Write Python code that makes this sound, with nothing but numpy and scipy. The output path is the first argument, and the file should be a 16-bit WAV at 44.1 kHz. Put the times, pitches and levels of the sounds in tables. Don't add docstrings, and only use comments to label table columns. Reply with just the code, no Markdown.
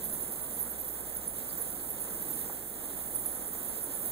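import sys
import numpy as np
from scipy import signal
from scipy.fft import rfft, irfft
from scipy.io import wavfile
from scipy.ndimage import uniform_filter1d

SR = 44100
rng = np.random.default_rng(int(sys.argv[2]) if len(sys.argv) > 2 else 0)


def transcribe(signal):
    frames = np.atleast_2d(signal).T
    limited = np.clip(frames, -1, 1)
    pcm = np.round(limited * 32767).astype(np.int16)
    wavfile.write(sys.argv[1], SR, pcm)


N = 181495
TIME = np.arange(N) / SR
BIN_HZ = np.arange(N // 2 + 1) * SR / N

# time in seconds, level in dB before panning.
HUM_RIDE = [(0, -56), (.45, -60), (.65, -56.5), (1.15, -55), (1.55, -59.5), (1.9, -57.5), (2.15, -60),
            (2.75, -62), (2.95, -57.5), (3.5, -59.5), (3.85, -66), (4.12, -62)]
# start in seconds, level in dB before EQ, pitch in Hz.
KNOCKS = [(2.131, -45, 1290), (2.497, -30.5, 850), (2.502, -33.5, 850)]
# multiple of its pitch, relative level in dB.
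KNOCK_PARTIALS = [(1, 0), (1.22, -8), (1.85, -8), (2.35, -20)]
# frequency in Hz, gain in dB.
KNOCK_EQ = [(450, -20), (780, 0), (1950, 0), (2600, -18)]
# time in seconds, level in dB.
LOW_RING_RIDE = [(0, -53), (.18, -54.5), (.38, -59), (.62, -54), (.93, -66), (1.2, -57), (1.4, -56),
                 (1.55, -60), (1.78, -57), (1.95, -62), (2.18, -55), (2.7, -60.5), (3.1, -57.5),
                 (3.65, -60), (4.12, -63)]
HIGH_RING_RIDE = [(0, -64), (.25, -56.5), (.55, -68), (1.0, -64), (1.5, -63), (1.8, -59), (2.02, -63),
                  (2.2, -50), (2.4, -52.5), (2.62, -60), (2.9, -55), (3.3, -61), (3.75, -61), (4.12, -54.5)]
# frequency in Hz, left-right correlation.
AIR_CORRELATION = [(40, 0.14), (200, 0.63), (650, 0.71), (1300, 0.49), (1900, -0.02)]
# frequency in Hz, depth of the swing in correlation.
WIDENING_DEPTH = [(500, 0.17), (1300, 0.25), (2400, 1.26), (3400, 1.44), (5700, 1.73), (6600, 0.8),
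                  (8000, 0.65)]
# peak time in seconds, length in seconds, centre in Hz, level in dB.
RUSTLE_CUES = [(1.503, .025, 4640, -54.5), (1.8, .03, 4100, -59), (2.41, 0.064, 3830, -60.5),
               (2.903, .04, 4000, -60)]
# time in seconds, relative level in dB.
WING_RIDE = [(0, -48), (.6, -48), (.95, -50), (1.1, -48), (1.95, -48.5), (2.22, -47.5), (2.45, -47),
             (2.65, -50), (2.9, -48), (3.3, -48), (4.12, -47.5)]
# frequency in Hz, relative level in dB.
WING_EQ = [(20, -6), (100, -7), (135, -2.5), (220, -2.5), (330, -1.5), (500, -1.5), (750, -5), (1100, -10),
           (1800, -13.5), (3000, -17), (4900, -23), (6000, -19.5), (7200, -10.5), (15000, -22.5)]
# centre in Hz, half-width in Hz.
WING_FLUTTER = [(1300, 420), (3900, 900), (6800, 3400)]
# frequency in Hz, left minus right in dB.
WING_PAN = [(80, 0), (180, -1.3), (350, -1), (650, -3), (1200, .5), (2500, 0)]
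# time in seconds, relative level in dB.
CHORUS_RIDE = [(0, -36.5), (.15, -35.5), (.4, -36.5), (.65, -36), (.75, -38), (1.0, -38), (1.22, -39),
               (1.32, -37.5), (1.85, -36.5), (2.08, -36.5), (2.4, -35), (2.58, -38.5), (2.72, -38.5),
               (3.0, -36), (3.28, -36), (3.72, -38), (4.12, -34)]
# frequency in Hz, relative level in dB.
CHORUS_EQ = [(5500, -108), (7500, -9), (8700, -5.5), (9500, -0.5), (10050, 0), (11000, -2), (12400, -5),
             (13700, -2), (15200, 2.5), (16000, 6)]
# start in seconds, length in seconds, start pitch in Hz, end pitch in Hz,
# bend (0 is straight, 3 levels off early), relative level in dB, share scattered by ledges (0 to 1).
NEAR_CALLS = [(.028, .022, 13000, 9800, 1.0, -27, .4), (.032, 0.026, 14000, 11100, .5, -26.5, 0.36),
              (.085, .018, 11000, 9800, .5, -29, .6), (.122, .025, 13800, 12050, 2.5, -29, .3),
              (.124, .018, 10800, 9660, 1.1, -25.5, .3), (.203, .013, 14600, 12200, .3, -28, .35),
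              (.213, 0.022, 12300, 9350, .3, -25.5, .3), (.308, 0.018, 14200, 10600, .5, -27.5, .4),
              (.412, .012, 12000, 10350, .5, -28, .7), (.493, .012, 14000, 11700, .3, -35, .3),
              (.520, .032, 11200, 10400, 2.7, -30.5, .4), (.580, 0.047, 14300, 10900, 2.0, -24.5, .25),
              (.592, .018, 14000, 12400, .5, -31, .4), (.6265, 0.0043, 16000, 8900, 0.27, -19, 0.22),
              (.700, .024, 14500, 11300, .6, -27, .25), (.776, 0.03, 14700, 10400, 0.23, -28.5, .4),
              (.797, .025, 14700, 11300, .3, -29, .2), (.838, .020, 13000, 11200, .3, -30, .25),
              (.877, .016, 15800, 10700, .3, -28, .3), (.892, 0.021, 13800, 12300, .5, -32, .3),
              (.994, 0.021, 12800, 10950, 1.1, -30.5, .15), (1.066, .014, 13800, 12800, .4, -34, .3),
              (1.122, .010, 14800, 13500, .5, -31, .4), (1.138, .021, 14900, 12950, .5, -28.5, .4),
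              (1.165, 0.0077, 12000, 10100, .6, -22.5, .15), (1.250, .013, 14500, 12300, .3, -33, .4),
              (1.272, .011, 11200, 9850, 2.4, -20.5, .08), (1.283, .014, 14900, 13400, .3, -31, .3),
              (1.380, .009, 16000, 13200, .1, -25.5, .4), (1.389, .006, 14500, 11500, .1, -30, .3),
              (1.477, .014, 14700, 12600, .4, -32, .3), (1.523, 0.01, 13000, 11500, .5, -28.5, .2),
              (1.570, 0.024, 13500, 11250, .6, -27.5, .2), (1.602, 0.02, 10900, 9430, 0.9, -26, 0.39),
              (1.617, .010, 12800, 11500, 1.0, -27, .6), (1.610, .016, 12300, 9300, .3, -31, .5),
              (1.698, .012, 14000, 9700, 0.23, -30, .3), (1.735, .012, 14300, 12900, .4, -31, .4),
              (1.805, .014, 13500, 12100, .5, -34, .3), (1.883, .032, 14200, 10900, .85, -29, .4),
              (1.905, .018, 13800, 9200, 0.27, -30.5, .5), (1.995, .034, 14500, 10630, 4, -28.5, .3),
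              (2.192, .018, 15200, 13100, .4, -32, .3), (2.214, .018, 13000, 11400, 1.2, -28, .3),
              (2.282, .012, 15200, 13300, .4, -29, .3), (2.298, .013, 13000, 12100, .8, -27, .3),
              (2.310, .014, 13800, 11900, .5, -29, .3), (2.327, 0.015, 11500, 9050, 0.35, -29, .2),
              (2.388, 0.0073, 13900, 12300, .5, -26, .4), (2.408, .009, 15200, 10000, .2, -28, .3),
              (2.522, .012, 13000, 12000, .5, -33, .3), (2.675, 0.011, 13400, 11800, .4, -36, .4),
              (2.950, .042, 15000, 9960, 0.73, -33.5, .4), (3.005, .025, 14000, 11500, .5, -36, .4),
              (3.065, .018, 10400, 10000, 2.3, -32, .3), (3.142, 0.024, 12400, 9970, 1.1, -22, .2),
              (3.146, .024, 13300, 11300, .5, -30, .4), (3.186, .018, 10900, 10100, .3, -29, .3),
              (3.249, 0.017, 13500, 10600, .8, -24, .5), (3.258, .010, 11200, 9870, .96, -18.5, .1),
              (3.262, .006, 15500, 10500, .2, -27, .6), (3.310, 0.013, 11000, 10200, .5, -28, .4),
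              (3.347, .013, 12800, 10100, .3, -27.5, .3), (3.365, 0.015, 12300, 10500, .5, -32, .3),
              (3.415, .016, 11000, 9900, 0.53, -32, .3), (3.455, .008, 14800, 13000, .4, -29, .3),
              (3.460, .022, 12700, 10400, 1.0, -31, .2), (3.520, .015, 15200, 13900, .4, -29.5, .55),
              (3.552, .012, 14200, 13100, .5, -33, .4), (3.580, .012, 14800, 10800, .3, -31, .3),
              (3.626, .012, 15000, 13000, .4, -31, .4), (3.644, .012, 14700, 12500, .4, -32, .5),
              (3.533, .010, 13400, 11300, .5, -30, .4), (3.642, 0.013, 13000, 10700, 3, -30, .4),
              (3.668, 0.047, 12500, 10800, 1.8, -28.5, .15), (3.770, 0.017, 13800, 10750, 3.5, -29, .15),
              (3.775, .026, 15200, 12500, .4, -31.5, .6), (3.800, .016, 12500, 11000, .5, -31, .3),
              (3.820, 0.026, 11000, 10000, .3, -26.5, .3), (3.901, 0.017, 13700, 10900, .3, -31, .3),
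              (3.928, 0.03, 12100, 9800, .5, -28, .3), (3.955, .020, 11800, 10000, 0.56, -32, .4),
              (4.012, .020, 15200, 12700, .4, -32, .4), (4.055, 0.0097, 12000, 10600, 1.7, -25, .4),
              (4.066, 0.024, 13500, 10900, 1.0, -30, .3), (4.090, .012, 14800, 12500, .3, -32, .3)]


def undb(db):
    return 10 ** (np.asarray(db) / 20)


def unit(x):
    return x / np.sqrt(np.mean(x ** 2))


def ride(rows):
    return undb(np.interp(TIME, *np.transpose(rows)))


def across_bins(rows):
    hz, value = np.transpose(rows)
    return np.interp(np.log(BIN_HZ + 1), np.log(hz), value)


def eq(x, gain):
    return irfft(rfft(x) * gain, N)


def resonance(x, hz, half_width_hz):
    return eq(x, 1 / (1 + ((BIN_HZ - hz) / half_width_hz) ** 2))


def wobble(per_s):
    hold = max(int(SR / per_s), 1)
    steps = np.repeat(rng.standard_normal(N // hold + 1), hold)
    return np.sqrt(2) * uniform_filter1d(uniform_filter1d(steps, hold), hold)[:N]


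def add(track, s, sound):
    start = int(np.clip(s * SR, 0, N))
    track[..., start:start + sound.shape[-1]] += sound[..., :N - start]


def from_right(x, lag_s=.000322):
    return np.array([eq(x, np.exp(-2j * np.pi * BIN_HZ * lag_s)), x])


def hum(hz=61.25, left_db=.5, right_db=-6):
    tone = np.sqrt(2) * np.sin(2 * np.pi * hz * TIME + .15 * wobble(4))
    return tone * ride(HUM_RIDE) * undb([[left_db], [right_db]])


def knocks(t60=.017, contact_s=.00056):
    track, t = np.zeros(N), TIME[:SR // 20]
    attack = 1 - np.exp(-(t / contact_s) ** 2)
    for s, db, hz in KNOCKS:
        ring = sum(undb(mode_db - 60 * t * ratio / t60) * np.sin(2 * np.pi * hz * ratio * t)
                   for ratio, mode_db in KNOCK_PARTIALS)
        add(track, s, undb(db) * ring * attack)
    return eq(track, undb(across_bins(KNOCK_EQ)))


def cave_mouth_ring():
    low = unit(resonance(rng.standard_normal(N), hz=219, half_width_hz=38))
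    high = unit(resonance(rng.standard_normal(N), hz=316, half_width_hz=58))
    return low * ride(LOW_RING_RIDE) + high * ride(HIGH_RING_RIDE)


def air_noise(colour, widening_lag_s=.000376):
    comb = across_bins(WIDENING_DEPTH) * np.cos(2 * np.pi * BIN_HZ * widening_lag_s)
    correlation = np.clip(across_bins(AIR_CORRELATION) - comb, -.998, .998)
    mid = eq(rng.standard_normal(N), colour * np.sqrt(1 + correlation))
    side = eq(rng.standard_normal(N), colour * np.sqrt(1 - correlation))
    return unit(np.array([mid + side, mid - side]))


def rustles(half_width_hz=900):
    track = np.zeros((2, N))
    for peak_s, length_s, hz, db in RUSTLE_CUES:
        swish = air_noise(np.exp(-((BIN_HZ - hz) / half_width_hz) ** 2))
        swell = np.exp(-(2 * (TIME - peak_s) / length_s) ** 2)
        track += swish * swell * undb(db)
    return track


def wing_roar(gain_db=3.5):
    rush = air_noise(undb(across_bins(WING_EQ))) * ride(WING_RIDE) * undb(gain_db)
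    roar = rush.copy()
    for hz, half_width_hz in WING_FLUTTER:
        flutter_db = .7 * wobble(22) + .7 * wobble(70) + 1.1 * wobble(400) - .3
        roar += resonance(rush, hz, half_width_hz) * (undb(flutter_db) - 1)
    pan_db = across_bins(WING_PAN)
    return eq(roar, undb([pan_db / 2, -pan_db / 2]))


def bat_call(length_s, start_hz, end_hz, bend=.863, waver_hz=115):
    progress = np.linspace(0, 1, max(int(length_s * SR), 32))
    hz = end_hz + (start_hz - end_hz) * (1 - progress) * np.exp(-bend * progress)
    hz += waver_hz * np.interp(progress, np.linspace(0, 1, 16), rng.standard_normal(16))
    swell = progress ** .56 * (1 - progress ** 8)
    return np.sqrt(2) * swell / swell.max() * np.sin(2 * np.pi * np.cumsum(hz) / SR)


def far_calls(count=3000):
    track = np.zeros(N)
    for when, pitch, fall, length, loud in np.c_[rng.random((count, 4)), rng.standard_normal(count)]:
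        end_hz = 8000 + 7700 * pitch
        call = bat_call(.005 + .02 * length, end_hz + 500 + 3000 * fall, end_hz)
        add(track, when * N / SR, call * undb(3.5 * min(loud, 2)))
    return unit(track)


def distant_chorus(left_db=-1.5, right_db=6.5, flicker_db=.67):
    from_mouth = undb(-5) * rng.standard_normal(N) + undb(-6) * far_calls()
    all_round = rng.standard_normal((2, N))
    crowd = (all_round + from_right(from_mouth)) * undb(flicker_db * wobble(27.7))
    hiss = unit(eq(crowd, undb(across_bins(CHORUS_EQ))))
    return hiss * ride(CHORUS_RIDE) * undb([[left_db], [right_db]])


def midstream_calls(per_s=52, low_hz=9530, high_hz=12860, max_fall_hz=3793, scattered=.51):
    count = int(per_s * N / SR)
    when, length, pitch, fall, bend, loud = rng.random((6, count))
    start_s = (np.arange(count) + when) / per_s
    length_s = np.interp(length, [0, 1], [.00805, .026])
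    end_hz = low_hz + (high_hz - low_hz) * pitch ** 1.4
    start_hz = end_hz + max_fall_hz * np.sqrt(fall)
    db = np.interp(start_s, *np.transpose(CHORUS_RIDE)) - 5 + 4 * loud
    return np.c_[start_s, length_s, start_hz, end_hz, .99 * bend, db, np.full(count, scattered)]


def ledge_reflections(call, count=24, mean_lag_s=.009):
    span = SR // 20
    lags = np.minimum(SR * rng.exponential(mean_lag_s, (2, count)), span - 1).astype(int)
    gains = rng.standard_normal((2, count))
    taps = np.array([np.bincount(lag, gain, span) for lag, gain in zip(lags, gains)])
    taps /= np.linalg.norm(taps, axis=1, keepdims=True)
    return signal.fftconvolve(call[None], taps, axes=1)


def cliff_echo(x, t60=.34):
    t = TIME[:SR // 2]
    tail = rng.standard_normal((2, len(t))) * undb(-60 * t / t60)
    tail /= np.linalg.norm(tail, axis=1, keepdims=True)
    return signal.fftconvolve(x[None], tail, axes=1)[:, :N]


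def cave_tail(x, hz=10080, half_width_hz=950, t60=.39):
    def band(sound):
        return resonance(resonance(sound, hz, half_width_hz), hz, half_width_hz)

    decay = np.exp(-2 * np.log(1000) / (t60 * SR))
    energy = signal.lfilter([1 - decay], [1, -decay], band(x) ** 2)
    return np.sqrt(energy) * unit(band(rng.standard_normal((2, N))))


def squeaks(rough_db=2, cliff_db=-10.5, cave_db=-5, left_db=-14, right_db=-4.8):
    direct, send, early = np.zeros(N), np.zeros(N), np.zeros((2, N))
    for s, length_s, start_hz, end_hz, bend, db, scattered in [*NEAR_CALLS, *midstream_calls()]:
        call = undb(db) * bat_call(length_s, start_hz, end_hz, bend)
        add(direct, s, np.sqrt(1 - scattered) * call)
        add(early, s, np.sqrt(scattered) * ledge_reflections(call))
        add(send, s, call)
    direct *= undb(rough_db * wobble(700))
    tails = undb(cliff_db) * cliff_echo(send) + undb(cave_db) * cave_tail(send)
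    return (from_right(direct) + early + tails) * undb([[left_db], [right_db]])


def scene():
    background = hum() + knocks() + cave_mouth_ring() + rustles()
    return background + wing_roar() + distant_chorus() + squeaks()


def record(dry, top_hz=15550):
    return signal.sosfilt(signal.ellip(12, .2, 75, top_hz, fs=SR, output="sos"), dry)


dry = scene()
out = record(dry)
transcribe(out)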